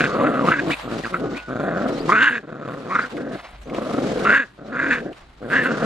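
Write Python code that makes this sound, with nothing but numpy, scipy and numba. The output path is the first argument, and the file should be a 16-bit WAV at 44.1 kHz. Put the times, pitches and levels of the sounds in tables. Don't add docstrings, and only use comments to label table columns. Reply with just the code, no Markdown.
import sys
import numpy as np
from scipy import signal
from scipy.fft import rfft, irfft
from scipy.io import wavfile
from scipy.ndimage import uniform_filter1d
from numba import njit

SR = 44100
rng = np.random.default_rng(int(sys.argv[2]) if len(sys.argv) > 2 else 0)


def put_to_file(sound):
    columns = np.atleast_2d(sound).T
    safe = np.clip(columns, -1, 1)
    whole_steps = np.round(safe * 32767)
    wavfile.write(sys.argv[1], SR, whole_steps.astype(np.int16))


N = 257984

# t/s, throat level/dB, fold rate f/Hz, shut-mouth level over throat/dB
GROWLS = [
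    [(0, -20.5, 188.7, -23), (.1, -27, 158.6, 0), (.26, -15.5, 283.2, -9.5), (.32, -24, 263.8, -6),
     (.39, -21, 250.6, -5.5), (.48, -21, 191.1, -10), (.505, -16.5, 215.3, -6), (.52, -28, 344.4, -25),
     (.56, -31, 263.8, -17), (.6, -26, 314.7, -11), (.65, -26.5, 352.5, -23), (.68, -23.5, 328, -12),
     (.7, -19.5, 336, -12.5), (.735, -31, 256.3, 1), (.76, -58, 238.3, -1)],
    [(.83, -33.5, 125.1, -16), (.88, -31, 113.8, -6.5), (.945, -25, 112.5, -8.5), (1.005, -28, 179.7, -35),
     (1.025, -52, 177.6, 0)],
    [(1.035, -30, 109.7, -6), (1.075, -32, 115.1, 4), (1.088, -44, 177.6, -13)],
    [(1.1, -40.5, 176.7, -25), (1.135, -27, 177, -11), (1.18, -30.5, 202.7, -25),
     (1.246, -20.5, 330.8, -12.5), (1.29, -28.5, 304.6, -13.5), (1.345, -26, 274.9, -16.5),
     (1.38, -37.5, 255.3, -12), (1.42, -74, 210.6, -6)],
    [(1.47, -50, 131, -9), (1.49, -28, 126.7, -7.5), (1.55, -26, 132.8, -6.5), (1.66, -23.5, 175.6, -7.5),
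     (1.79, -24.5, 176.8, -5), (1.87, -20, 304.6, -11.5), (1.98, -29.5, 273.9, -16),
     (2.045, -27.5, 151.2, -15), (2.1, -22.5, 184.6, -34), (2.14, -25, 225.2, -13), (2.17, -29, 213.7, -14),
     (2.2, -27.5, 233.4, -2), (2.225, -27.5, 289.6, 4), (2.25, -35, 249.2, 0), (2.28, -33.5, 288.8, 9),
     (2.33, -32.5, 242.8, -5), (2.37, -33, 241.1, -14), (2.4, -40.5, 195, -16), (2.42, -51, 189.1, -16)],
    [(2.43, -35, 191.7, -7), (2.457, -38.5, 170, -9)],
    [(2.472, -37, 156.6, -11), (2.49, -36.5, 154.1, -5), (2.56, -32, 144.4, -7.5),
     (2.634, -35.5, 134.7, -4), (2.69, -29.5, 128.5, -3.5), (2.81, -36.5, 125, -10), (2.87, -30, 126, -9),
     (2.92, -34, 190.5, -9), (2.955, -28.5, 204.7, -0.5), (3.05, -36.5, 260.2, -16), (3.09, -44, 255.6, -2)],
    [(3.11, -38, 252.6, -10), (3.155, -26.5, 289.9, -40), (3.18, -30, 324.4, -9), (3.21, -27, 313.9, -13),
     (3.3, -30, 248.9, -13), (3.355, -29, 211, -11), (3.4, -59, 190.1, -17)],
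    [(3.66, -26.5, 154.2, -22), (3.68, -36, 180, -13), (3.71, -28, 205.3, -14), (3.78, -25.5, 270.9, -10),
     (3.91, -26, 214.7, -9), (3.98, -21, 263.2, -13.5), (4.09, -23, 186, -25), (4.19, -24.5, 193.5, -14.5),
     (4.24, -24, 180.4, -7.5), (4.26, -23.5, 204.9, -23), (4.32, -22, 209.6, -16),
     (4.345, -25.5, 261.8, -14), (4.37, -34, 280.6, -16), (4.41, -31, 265.5, -16),
     (4.43, -35.5, 222.6, -20), (4.45, -44.5, 183, -22), (4.465, -64, 164.7, -13)],
    [(4.57, -65, 122.6, -11), (4.59, -39.5, 125.1, -8.5), (4.68, -36, 226.3, -14),
     (4.75, -30.5, 257.5, -2.5), (4.82, -29, 285.2, -3), (4.9, -25, 257.4, -16), (4.98, -31.5, 229.2, -12),
     (5.02, -30.5, 240, -29), (5.08, -29, 315.3, -13), (5.115, -33, 303.6, -21), (5.14, -54, 294, -9)],
    [(5.405, -40, 107.9, -30), (5.425, -32.5, 109.4, -11.5), (5.48, -31.5, 120, -13),
     (5.505, -30, 160, -11.5), (5.53, -26, 222.7, 1), (5.565, -23.5, 283.3, 1), (5.62, -26.5, 237.4, -11),
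     (5.68, -25, 270.3, -13), (5.71, -21.5, 227.8, -11), (5.77, -29, 204.4, -4), (5.8, -27, 218.8, -2),
     (5.84, -19.5, 249.2, -7.5), (5.85, -20, 249.4, -8)],
]
# t/s, roughness (0-1), weakening of every other puff/dB
FOLD_ROUGHNESS = [(0, .62, 0), (.28, .55, 3), (.42, .45, 6), (.47, .55, 2), (.52, .36, 5), (.74, .36, 5),
                  (.8, .55, 0), (1.0, .5, 0), (1.04, .25, 0), (1.08, .25, 0), (1.14, .35, 0), (1.2, .55, 2),
                  (1.47, .45, 0), (1.62, .52, 0), (1.8, .6, 3), (2.03, .6, 2), (2.09, .3, 0), (2.14, .2, 0),
                  (2.2, .22, 1), (2.25, .42, 3), (2.4, .3, 2), (2.45, .55, 0), (2.87, .52, 0),
                  (2.92, .4, 0), (3.08, .4, 2), (3.12, .6, 0), (3.75, .6, 3), (4.17, .62, 2),
                  (4.23, .32, 0), (4.33, .3, 3), (4.4, .2, 1), (4.46, .18, 0), (4.58, .55, 0),
                  (4.75, .42, 2), (4.88, .4, 3), (4.92, .26, 0), (5.0, .34, 2), (5.1, .45, 4),
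                  (5.45, .45, 0), (5.51, .25, 0), (5.57, .22, 0), (5.68, .3, 1), (5.8, .36, 1),
                  (5.85, .5, 0)]
# t/s, source level against the first throat/dB, fold rate f/Hz
OTHER_PUPPY = [(0, -10, 130), (.5, -6, 150), (.75, -6, 140), (1.0, -20, 120), (2.05, -8, 130),
               (2.15, -5, 120), (2.4, -10, 130), (3.0, -8, 130), (4.15, -8, 110), (4.33, -2, 120),
               (4.45, -12, 120), (4.8, -4, 150), (5.05, -2, 140), (5.45, -20, 130), (5.55, 0, 160),
               (5.85, 0, 150)]
PUFF_SPREAD_DB, WEAK_PUFF_DB = 2.4, 3
# first flap t/s, last flap t/s, flap rate f/Hz, depth/dB
PALATE_FLAPS = [(1.525, 1.601, 25.9, 6), (2.095, 2.131, 30.5, 6), (2.492, 2.602, 28.4, 7),
                (2.915, 3.042, 23.5, 9), (3.743, 4.026, 24.7, 8), (4.265, 4.409, 29.4, 4),
                (4.589, 4.692, 30.4, 7)]

# f/Hz, width/Hz, level/dB
CHEST = [(126, 98, 2), (265, 88, 1.5), (660, 38, -1.5)]
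# t/s, level/dB (with the jaws shut)
THROAT_RING = [(0, 1), (.25, 7.5), (.55, -2), (.9, -11), (1.15, 1), (1.35, -20), (1.6, 8.5), (1.9, 3.5),
               (2.2, -4.5), (2.6, 2), (3.2, -2), (3.75, 4.5), (4.1, 5), (4.35, 9), (4.7, -0.5), (5.05, 4),
               (5.5, 4), (5.72, 3), (5.85, 6.5)]
# lower f/Hz, upper f/Hz
THROAT_BAND_HZ = [148, 562]
THROAT_WIDTH_HZ, THROAT_EDGE_HZ = 140, 806
THROAT_HUSH = 0.5

# t/s, throat f/Hz, mouth f/Hz
SHUT_MOUTH = [(.08, 444, 1340), (.2, 563, 1100), (.3, 570, 1290), (.38, 545, 1360), (.45, 517, 950),
              (.69, 454, 1074), (.94, 564, 1310), (1.25, 465, 1260), (1.5, 570, 1300), (1.69, 620, 1510),
              (1.86, 605, 1362), (1.96, 440, 1230), (2.4, 447, 1450), (2.5, 550, 1380), (2.85, 504, 1240),
              (3.15, 480, 1440), (3.33, 550, 1610), (3.72, 494, 1130), (3.85, 552, 1155), (4.19, 448, 1480),
              (4.6, 596, 1377), (5.0, 450, 1450), (5.12, 495, 1642), (5.45, 502, 1440), (5.78, 480, 1420),
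              (5.85, 610, 1380)]
# start t/s, loudest t/s, end t/s, first level/dB, loudest level/dB,
# last level/dB, first mouth f/Hz, last mouth f/Hz, front-of-mouth level over mouth/dB
SNARLS = [(-.02, 0.014, 0.067, 2, -21.5, -21, 1590, 1540, -12),
          (0.19, 0.223, 0.22, -31, -24, -28, 1150, 1200, -22),
          (0.24, 0.27, 0.28, -27.5, -17.5, -24.5, 1360, 1430, -19.5),
          (0.326, 0.37, 0.42, -29, -28.5, -27, 1500, 1150, -16),
          (0.455, 0.516, 0.59, -21.5, -15.5, -31.5, 960, 1555, -15.5),
          (0.575, 0.608, 0.6, -29, -19, -15.5, 1600, 1650, -17.5),
          (0.707, 0.726, 0.74, -24, -19.5, -18.5, 1980, 2640, -14),
          (1.043, 1.073, 1.06, -21, -25, -26, 1937, 1490, -11),
          (1.135, 1.143, 1.165, -23, -16.5, -25, 1240, 1400, -20.5),
          (1.349, 1.38, 1.404, -41, -34, -37.5, 2410, 2552, -28),
          (2.091, 2.218, 2.295, -15.5, -14.5, -12.5, 1050, 1610, -15),
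          (2.299, 2.359, 2.388, -26, -22.5, -29, 1510, 1670, -14.5),
          (2.898, 2.965, 3.066, -26.5, -16.5, -31, 990.4, 1470, -23),
          (4.251, 4.347, 4.437, -18, -10, -26, 1270, 1627, -17.5),
          (4.727, 4.778, 4.785, -33, -24.5, -21.5, 1420, 1520, -14.5),
          (4.788, 4.793, 4.93, -25.5, -19.5, -28.5, 1580, 1570, -15.5),
          (4.866, 4.884, 4.864, -22, -14.5, -18.5, 1540, 1520, -15),
          (4.905, 4.921, 5.006, -21, -15, -33.5, 1631, 1618, -11.5),
          (5.501, 5.566, 5.67, -26.5, -13.5, -32.5, 1480, 1766, -13),
          (5.634, 5.66, 5.76, -25.5, -20.5, -36, 1560, 1445, -12.5)]
JAWS_OPEN_S, JAWS_CLOSE_S = 0.0082, 0.0088
JAW_GLIDE = 2.64
SHUT_FRONT_DB = -16
FRONT_SWELL = 0.09

MOUTH_WIDTH_HZ, SLACK_WIDTH_HZ = 152, 280
TAUT_FROM_DB, TAUT_OVER_DB = -38, 12
MOUTH_LAG_S = 0.002022
# f/Hz, width/Hz, level with a slack mouth/dB, with a taut mouth/dB
CHEEKS = [(1037, 370, -9, -20), (2020, 405, -26.5, -17.5)]
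# t/s, lowest f/Hz, level with the jaws open/dB
SECOND_MOUTH = [(0, 2530, 3), (.25, 2650, 1.5), (.5, 2760, -2), (.6, 2404, 4), (1.05, 2581, -2),
                (1.6, 2202, 5), (2.05, 2750, -6), (2.1, 2195, -1), (2.2, 2722, 0.5), (2.235, 2800, 4),
                (2.27, 2800, 0), (2.4, 2420, 4), (2.95, 2449, 3), (4.2, 2680, 2), (4.31, 2690, 0),
                (4.44, 2540, 4.5), (4.75, 2305, -0.5), (4.9, 2485, 1.5), (5.5, 2544, -5), (5.57, 2735, -2),
                (5.85, 2598, 0)]
SECOND_FOLLOWS = 1.42
# f/Hz, width/Hz, level within the muzzle sound/dB
MUZZLE = [(3636, 500, -2.5), (4470, 440, -9.5), (6740, 1400, -1.5)]
MUZZLE_UNDER_DB = -14
LUMPS_SHUT_DB, LUMPS_OPEN_DB, LUMPS_PER_S = 1.7, 1.6, 45

# start t/s, end t/s, first level/dB, last level/dB
PANTS = [(0.776, 0.8, -73, -37), (1.39, 1.466, -40, -49), (3.325, 3.566, -40.5, -44),
         (3.538, 3.69, -51, -68), (5.202, 5.321, -55, -56)]
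# f/Hz, width/Hz, relative level/dB
PANT_MODES = [(713, 110, 13.5), (1074, 950, 8.5), (2050, 120, 7), (2530, 180, -4), (3700, 1500, -4)]

# t/s, crackle level/dB
BAG_PRESSURE = [(0, -31), (.19, -41.5), (.5, -38), (1.0, -38), (1.3, -44), (1.7, -49.5), (2.0, -37.5),
                (2.33, -41), (2.44, -59.5), (2.74, -48.5), (3.04, -38), (3.27, -52.5), (3.7, -50),
                (3.76, -38.5), (4.37, -34.5), (4.4, -50), (4.63, -58), (4.93, -38.5), (5.03, -48),
                (5.31, -57.5), (5.55, -41.5), (5.85, -34.5)]
# f/Hz, relative level/dB
BAG_COLOUR = [(120, -25.5), (600, 8), (1200, 7.5), (2500, 1), (4000, -1.5), (5500, -8), (7500, -12.5),
              (10000, -20), (13000, -29.5), (15500, -35)]
# loudest t/s, level/dB
CRUMPLES = [(.23, -41), (.49, -29), (.72, -26), (.8, -36.5), (.99, -34), (1.06, -32), (1.37, -34.5),
            (1.78, -40), (1.89, -35.5), (1.99, -38), (2.1, -32), (3.18, -46), (3.33, -38), (3.37, -45),
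            (3.63, -48), (3.93, -43), (4.1, -36), (4.68, -48), (5.18, -45.5), (5.54, -30), (5.64, -34)]
CRUMPLE_RISE_DB_PER_S, CRUMPLE_FALL_DB_PER_S = 310, 288
# t/s, peak level/dB, ring f/Hz
SNAPS = [(1.881, -45, 2215), (2.681, -37, 1992), (2.7377, -34, 1842), (3.1679, -31, 1950),
         (3.47, -39, 2190), (3.6975, -31, 2188), (3.7458, -27, 2328), (5.1293, -34.5, 2663),
         (5.1701, -44, 2530)]

# start t/s, level before the port gains/dB
BIRD_PHRASES = [(-.01, -49), (.972, -44), (1.92, -39), (2.942, -43), (4.655, -56)]
# delay t/s, length t/s, first f/Hz, middle f/Hz, last f/Hz, level in phrase/dB
PHRASE_NOTES = [(-.015, .016, 3900, 4000, 3900, -6), (0, .036, 4700, 5600, 4900, -10),
                (.022, .016, 3900, 3900, 3800, -8), (.042, .02, 3900, 4050, 3800, -5),
                (.064, .036, 3600, 4600, 5050, -2)]
# start t/s, length t/s, first f/Hz, middle f/Hz, last f/Hz, level before the port gains/dB
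LONE_NOTES = [(.12, .05, 4500, 4350, 4300, -48), (3.62, .05, 4800, 6000, 6700, -60)]

# t/s, f/Hz, level before the ports/dB
FAR_TONE = [(1.175, 1473, -45), (1.45, 1466, -41.5), (1.506, 1469, -46), (1.52, 1550, -31)]
# t/s, level/dB
HUM_LEVEL = [(0, -45), (.29, -59), (.7, -48), (1.73, -50.5), (2.2, -53), (2.3, -71.5), (3.08, -56),
             (3.39, -54.5), (3.65, -49), (3.98, -55), (4.2, -42), (4.38, -71), (4.6, -57), (4.94, -52),
             (5.2, -58), (5.42, -52), (5.74, -54)]
HUM_HZ = 52.2
# strongest t/s, level/dB
GUSTS = [(.29, -55), (1.99, -49), (3.62, -43.5), (4.2, -50), (4.94, -57), (5.26, -50), (5.85, -53)]
CALM_DB, GUST_FADES_DB_PER_S = -66, 94.5
# f/Hz, relative level/dB
YARD_COLOUR = [(20, -25.5), (60, -10), (120, 11.5), (300, 6), (730, -10), (1100, -11), (2500, -18.5),
               (4000, -14), (8000, -55), (15000, -62)]
YARD_DB = -55

# delay t/s, level before any added gain/dB
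ECHOES = [(0.014, -21), (0.031, -24), (0.059, -32), (.103, -36)]
# f/Hz, lead/rad
PORT_LEAD = [(60, 0.65), (250, -.5), (430, -0.72), (1210, -0.73), (2150, -.75), (2930, -.85), (3530, -.4),
             (4500, 1.5), (7000, 1.2)]
# f/Hz, level/dB
PORT_LOUDER = [(60, 1.0), (94, 1.3), (150, 2.6), (230, 1.6), (360, 1.0), (560, 0.5), (880, 0.5), (1120, 0),
               (1600, -.9), (2300, .5), (3360, .3)]
STOP_HZ = 16000


def puppies():
    throat_db, fold_hz, shut_db = in_time(np.concatenate(GROWLS))
    throat_hz, shut_hz = in_time(SHUT_MOUTH)
    mouth_gain, front_gain, mouth_hz, opened = jaws(throat_db + shut_db, shut_hz)
    flaps = palate_flutter()
    rough, weaker_db = in_time(FOLD_ROUGHNESS)
    puffs, uneven, leak = folds(fold_hz * flaps ** (.4 * rough), rough, weaker_db)
    blown = np.roll(uneven + 2.57 * leak, round(MOUTH_LAG_S * SR))

    throat = puffs + .85 * leak + other_puppy()
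    throat = throat_sound(throat, throat_hz, opened)
    taut = opened * np.clip((20 * np.log10(mouth_gain) - TAUT_FROM_DB) / TAUT_OVER_DB, 0, 1)
    mouth = mouth_sound(blown, mouth_hz, taut)
    front = front_sound(blown, mouth_hz, opened)
    voice = amp(throat_db) * evened(throat) + mouth_gain * evened(mouth) + front_gain * front

    lumps_db = LUMPS_SHUT_DB + (LUMPS_OPEN_DB - LUMPS_SHUT_DB) * opened
    voice *= amp(lumps_db * np.clip(drift(LUMPS_PER_S), -3, 1))
    return voice * flaps * sounding(GROWLS, 0.007)


def folds(rate_hz, rough, weaker_db):
    wander = np.exp(.8 * rough ** 2 * np.clip(drift(100), -2, 2))
    turns = np.floor(np.cumsum(rate_hz * wander) / SR)
    strength_db = 4 * rough * np.clip(drift(60), -3, 1) - weaker_db * (turns % 2)
    puffs = np.diff(turns, prepend=0) * amp(strength_db)
    leak = rng.standard_normal(N) * signal.lfilter([1], [1, -.992], puffs)
    spread_db = PUFF_SPREAD_DB * np.clip(rng.standard_normal(N), -2, .7)
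    weak_db = WEAK_PUFF_DB * (turns % 2) * np.clip(drift(12) + .5, 0, 2)
    uneven = puffs * amp(spread_db - weak_db)
    return filtered([puffs, uneven, .1 * rough * leak], 2, 3500)


def other_puppy():
    other_db, other_hz = in_time(OTHER_PUPPY)
    other_puffs, _, other_leak = folds(other_hz, .62, 0)
    return amp(other_db) * (other_puffs + other_leak)


def palate_flutter():
    t, db = np.arange(N) / SR, np.zeros(N)
    for first, last, per_s, depth_db in PALATE_FLAPS:
        fade = np.clip(np.minimum(t - first, last - t) / 0.013 + 1, 0, 1)
        db += depth_db * fade * (np.cos(2 * np.pi * per_s * (t - first)) / 2 - .2)
    return amp(db)


def jaws(shut_db, shut_hz):
    t = np.arange(N) / SR
    mouth, front = amp(shut_db) ** 2, amp(shut_db + SHUT_FRONT_DB) ** 2
    weighted_hz = mouth * shut_hz
    for start, top, end, first_db, top_db, last_db, first_hz, last_hz, front_db in SNARLS:
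        edge = np.maximum((start - t) / JAWS_OPEN_S, (t - end) / JAWS_CLOSE_S)
        edge_db = 20 * np.maximum(edge, 0)
        top_s = np.clip(top, start, end)
        level_db = np.interp(t, [start, top_s, end], [first_db, top_db, last_db])
        power = amp(level_db - edge_db) ** 2
        remaining = np.clip((end - t) / (end - start), 0, 1)
        hz = last_hz + (first_hz - last_hz) * remaining ** JAW_GLIDE
        mouth = mouth + power
        front = front + power * amp(front_db + FRONT_SWELL * (level_db - top_db)) ** 2
        weighted_hz = weighted_hz + power * hz
    opened = 1 - amp(shut_db) ** 2 / mouth
    return np.sqrt(mouth), np.sqrt(front), weighted_hz / mouth, opened


def throat_sound(source, throat_hz, opened):
    ring = amp(in_time(THROAT_RING)[0]) * (1 - THROAT_HUSH * opened)
    throat = 0.5 * source + modes(source, CHEST) + ring * resonate(source, throat_hz, THROAT_WIDTH_HZ, SR)
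    throat = filtered(throat, 2, THROAT_BAND_HZ, "band")
    return signal.sosfilt(signal.cheby1(5, 1, THROAT_EDGE_HZ, fs=SR, output="sos"), throat)


def mouth_sound(blown, mouth_hz, taut):
    sharp = twice_resonant(blown, mouth_hz, MOUTH_WIDTH_HZ, 595.0)
    slack = twice_resonant(blown, mouth_hz, SLACK_WIDTH_HZ * 1., 710.0)
    mouth = taut * sharp + 1.13 * (1 - taut) * slack
    for hz, width, slack_db, taut_db in CHEEKS:
        cheek = modes(modes(blown, [(hz, width, 0)]), [(hz, 2 * width, 0)])
        mouth -= amp(slack_db + (taut_db - slack_db) * taut) * cheek
    return mouth


def front_sound(blown, mouth_hz, opened):
    second_hz, second_db = in_time(SECOND_MOUTH)
    second_hz = np.maximum(second_hz, SECOND_FOLLOWS * mouth_hz)
    second = twice_resonant(blown, second_hz, 340.0, 560.0)
    second = evened(second) * amp(second_db - 6.7 * (1 - opened))
    broad = [(hz, 2 * width, 0) for hz, width, db in MUZZLE]
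    muzzle = modes(modes(blown, MUZZLE), broad)
    return second - amp(MUZZLE_UNDER_DB + 1.8 * second_db) * evened(muzzle)


def panting():
    breath = filtered(rng.standard_normal(N), 2, 3500)
    air = modes(breath, PANT_MODES) * amp(5 * drift(14))
    spans = [[(start, first_db), (end, last_db)] for start, end, first_db, last_db in PANTS]
    return amp(in_time(np.concatenate(spans))[0]) * rms_one(air) * sounding(spans, 0.019)


def bag():
    sizes = amp(3.0 * np.minimum(rng.exponential(1, (2, N)), 5)) * rng.choice([-1, 1], (2, N))
    creases = sizes * (rng.random((2, N)) < 7000 * amp(4.0 * drift(30)) / SR)
    creases = rms_one(coloured(creases + .15 * creases[::-1], BAG_COLOUR))
    for edge_hz in (5500, 10000):
        creases = creases + (amp(3.5 * drift(4)) - 1) * filtered(creases, 4, edge_hz, "high")
    crumpled = swells(CRUMPLES, CRUMPLE_RISE_DB_PER_S, CRUMPLE_FALL_DB_PER_S)
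    pressed = np.hypot(amp(in_time(BAG_PRESSURE)[0]), crumpled)
    return pressed * creases + bag_snaps()


def bag_snaps():
    length = 900
    snaps, t = np.zeros(N), np.arange(length) / SR
    for s, db, hz in SNAPS:
        noise = rng.standard_normal(length) * np.exp(-t / 0.0062)
        burst = resonate(noise, np.full(length, hz * 1.), 490.0, SR)
        burst = signal.lfilter([.4], [1, -.6], burst)
        snaps[round(s * SR):][:length] += amp(db) * burst / abs(burst).max()
    return snaps


def birds():
    out, hoarse = np.zeros(N), 1 + .02 * drift(250)
    notes = [(s + after, *shape, db + note_db)
             for s, db in BIRD_PHRASES for after, *shape, note_db in PHRASE_NOTES]
    for start, length, first, middle, last, db in notes + LONE_NOTES:
        u = np.arange(round(length * SR)) / (length * SR)
        at = max(round(start * SR), 0)
        bend = np.polyfit([0, .5, 1], [first, middle, last], 2)
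        hz = np.polyval(bend, u) * hoarse[at:at + len(u)]
        whistle = np.sin(2 * np.pi * np.cumsum(hz) / SR)
        out[at:at + len(u)] += amp(db) * np.sqrt(np.sin(np.pi * u)) * whistle
    return echoed(out, louder_db=6)


def far_tone():
    hz, db = in_time(FAR_TONE)
    turn = 2 * np.pi * np.cumsum(hz) / SR
    tone = np.sin(turn) + 0.076 * np.sin(2 * turn)
    return amp(db) * np.sqrt(2) * tone * sounding([FAR_TONE], 0.034)


def hum():
    wave = np.sqrt(2) * np.sin(2 * np.pi * np.cumsum(HUM_HZ + 2.0 * drift(1.9)) / SR)
    return amp(in_time(HUM_LEVEL)[0]) * wave


def wind():
    rumble = filtered(rng.standard_normal(N), 2, [20, 55], "band")
    gain = amp(CALM_DB) + swells(GUSTS, GUST_FADES_DB_PER_S, GUST_FADES_DB_PER_S)
    return gain * rms_one(rumble)


def yard():
    mid, side = coloured(rng.standard_normal((2, N)), YARD_COLOUR)
    side = filtered(side, 1, 300, "high")
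    return amp(YARD_DB) * rms_one(mid + .5 * side * [[1], [-1]])


def echoed(x, louder_db=0):
    dull = signal.lfilter([.4], [1, -.6], x)
    return x + sum(amp(db + louder_db) * np.r_[np.zeros(round(delay_s * SR)), dull][:N]
                   for delay_s, db in ECHOES)


def ports(x):
    hz = np.fft.rfftfreq(N, 1 / SR)
    half = amp(at_hz(PORT_LOUDER, hz) / 2) * np.exp(.5j * at_hz(PORT_LEAD, hz))
    return irfft(rfft(x) * [half, 1 / half], N)


def amp(db):
    return 10 ** (np.asarray(db) / 20)


def rms_one(x):
    return x / np.sqrt(np.mean(x ** 2) + 1e-20)


def evened(x, over_s=0.041):
    return x / np.sqrt(uniform_filter1d(x ** 2, round(over_s * SR)) + 1e-12)


def in_time(rows):
    s, *columns = np.transpose(rows)
    return [np.interp(np.arange(N) / SR, s, c) for c in columns]


def sounding(tables, fade_s):
    t = np.arange(N) / SR
    inside = sum((t >= rows[0][0]) & (t < rows[-1][0]) for rows in tables)
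    return uniform_filter1d(np.minimum(inside, 1.), round(fade_s * SR))


def swells(rows, rise_db_per_s, fall_db_per_s):
    t = np.arange(N) / SR
    power = 0
    for s, db in rows:
        below_db = np.maximum((s - t) * rise_db_per_s, (t - s) * fall_db_per_s)
        power = power + amp(db - below_db) ** 2
    return np.sqrt(power)


def drift(rate_hz):
    return rms_one(filtered(rng.standard_normal(N), 2, rate_hz))


def filtered(x, order, edge_hz, kind="low"):
    return signal.sosfilt(signal.butter(order, edge_hz, kind, fs=SR, output="sos"), x)


def at_hz(points, hz):
    at, value = np.transpose(points)
    return np.interp(np.log(hz + 1), np.log(at + 1), value)


def coloured(x, spectrum):
    return irfft(rfft(x) * amp(at_hz(spectrum, np.fft.rfftfreq(N, 1 / SR))), N)


@njit
def resonate(x, hz, width_hz, sr):
    y = np.zeros(len(x))
    r = np.exp(-np.pi * width_hz / sr)
    for i in range(2, len(x)):
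        drive = (1 - r * r) / 2 * (x[i] - x[i - 2])
        y[i] = drive + 2 * r * np.cos(2 * np.pi * hz[i] / sr) * y[i - 1] - r * r * y[i - 2]
    return y


def twice_resonant(x, hz, width_hz, second_width_hz):
    return resonate(resonate(x, hz, width_hz, SR), hz, second_width_hz, SR)


def modes(x, table):
    return sum(amp(db) * resonate(x, np.full(N, hz * 1.), width, SR) for hz, width, db in table)


def scene():
    dogs = echoed(puppies() + panting())
    near_and_tone = ports(far_tone() - dogs)
    bird_gain = amp([[4], [-7]])
    return near_and_tone + bag() + birds() * bird_gain + hum() + wind() + yard()


def record(dry):
    rounded = dry / (1 + np.abs(dry / .9) ** 4) ** .25
    return signal.sosfilt(signal.cheby2(12, 70, STOP_HZ, fs=SR, output="sos"), rounded)


dry = scene()
out = record(dry)
put_to_file(out)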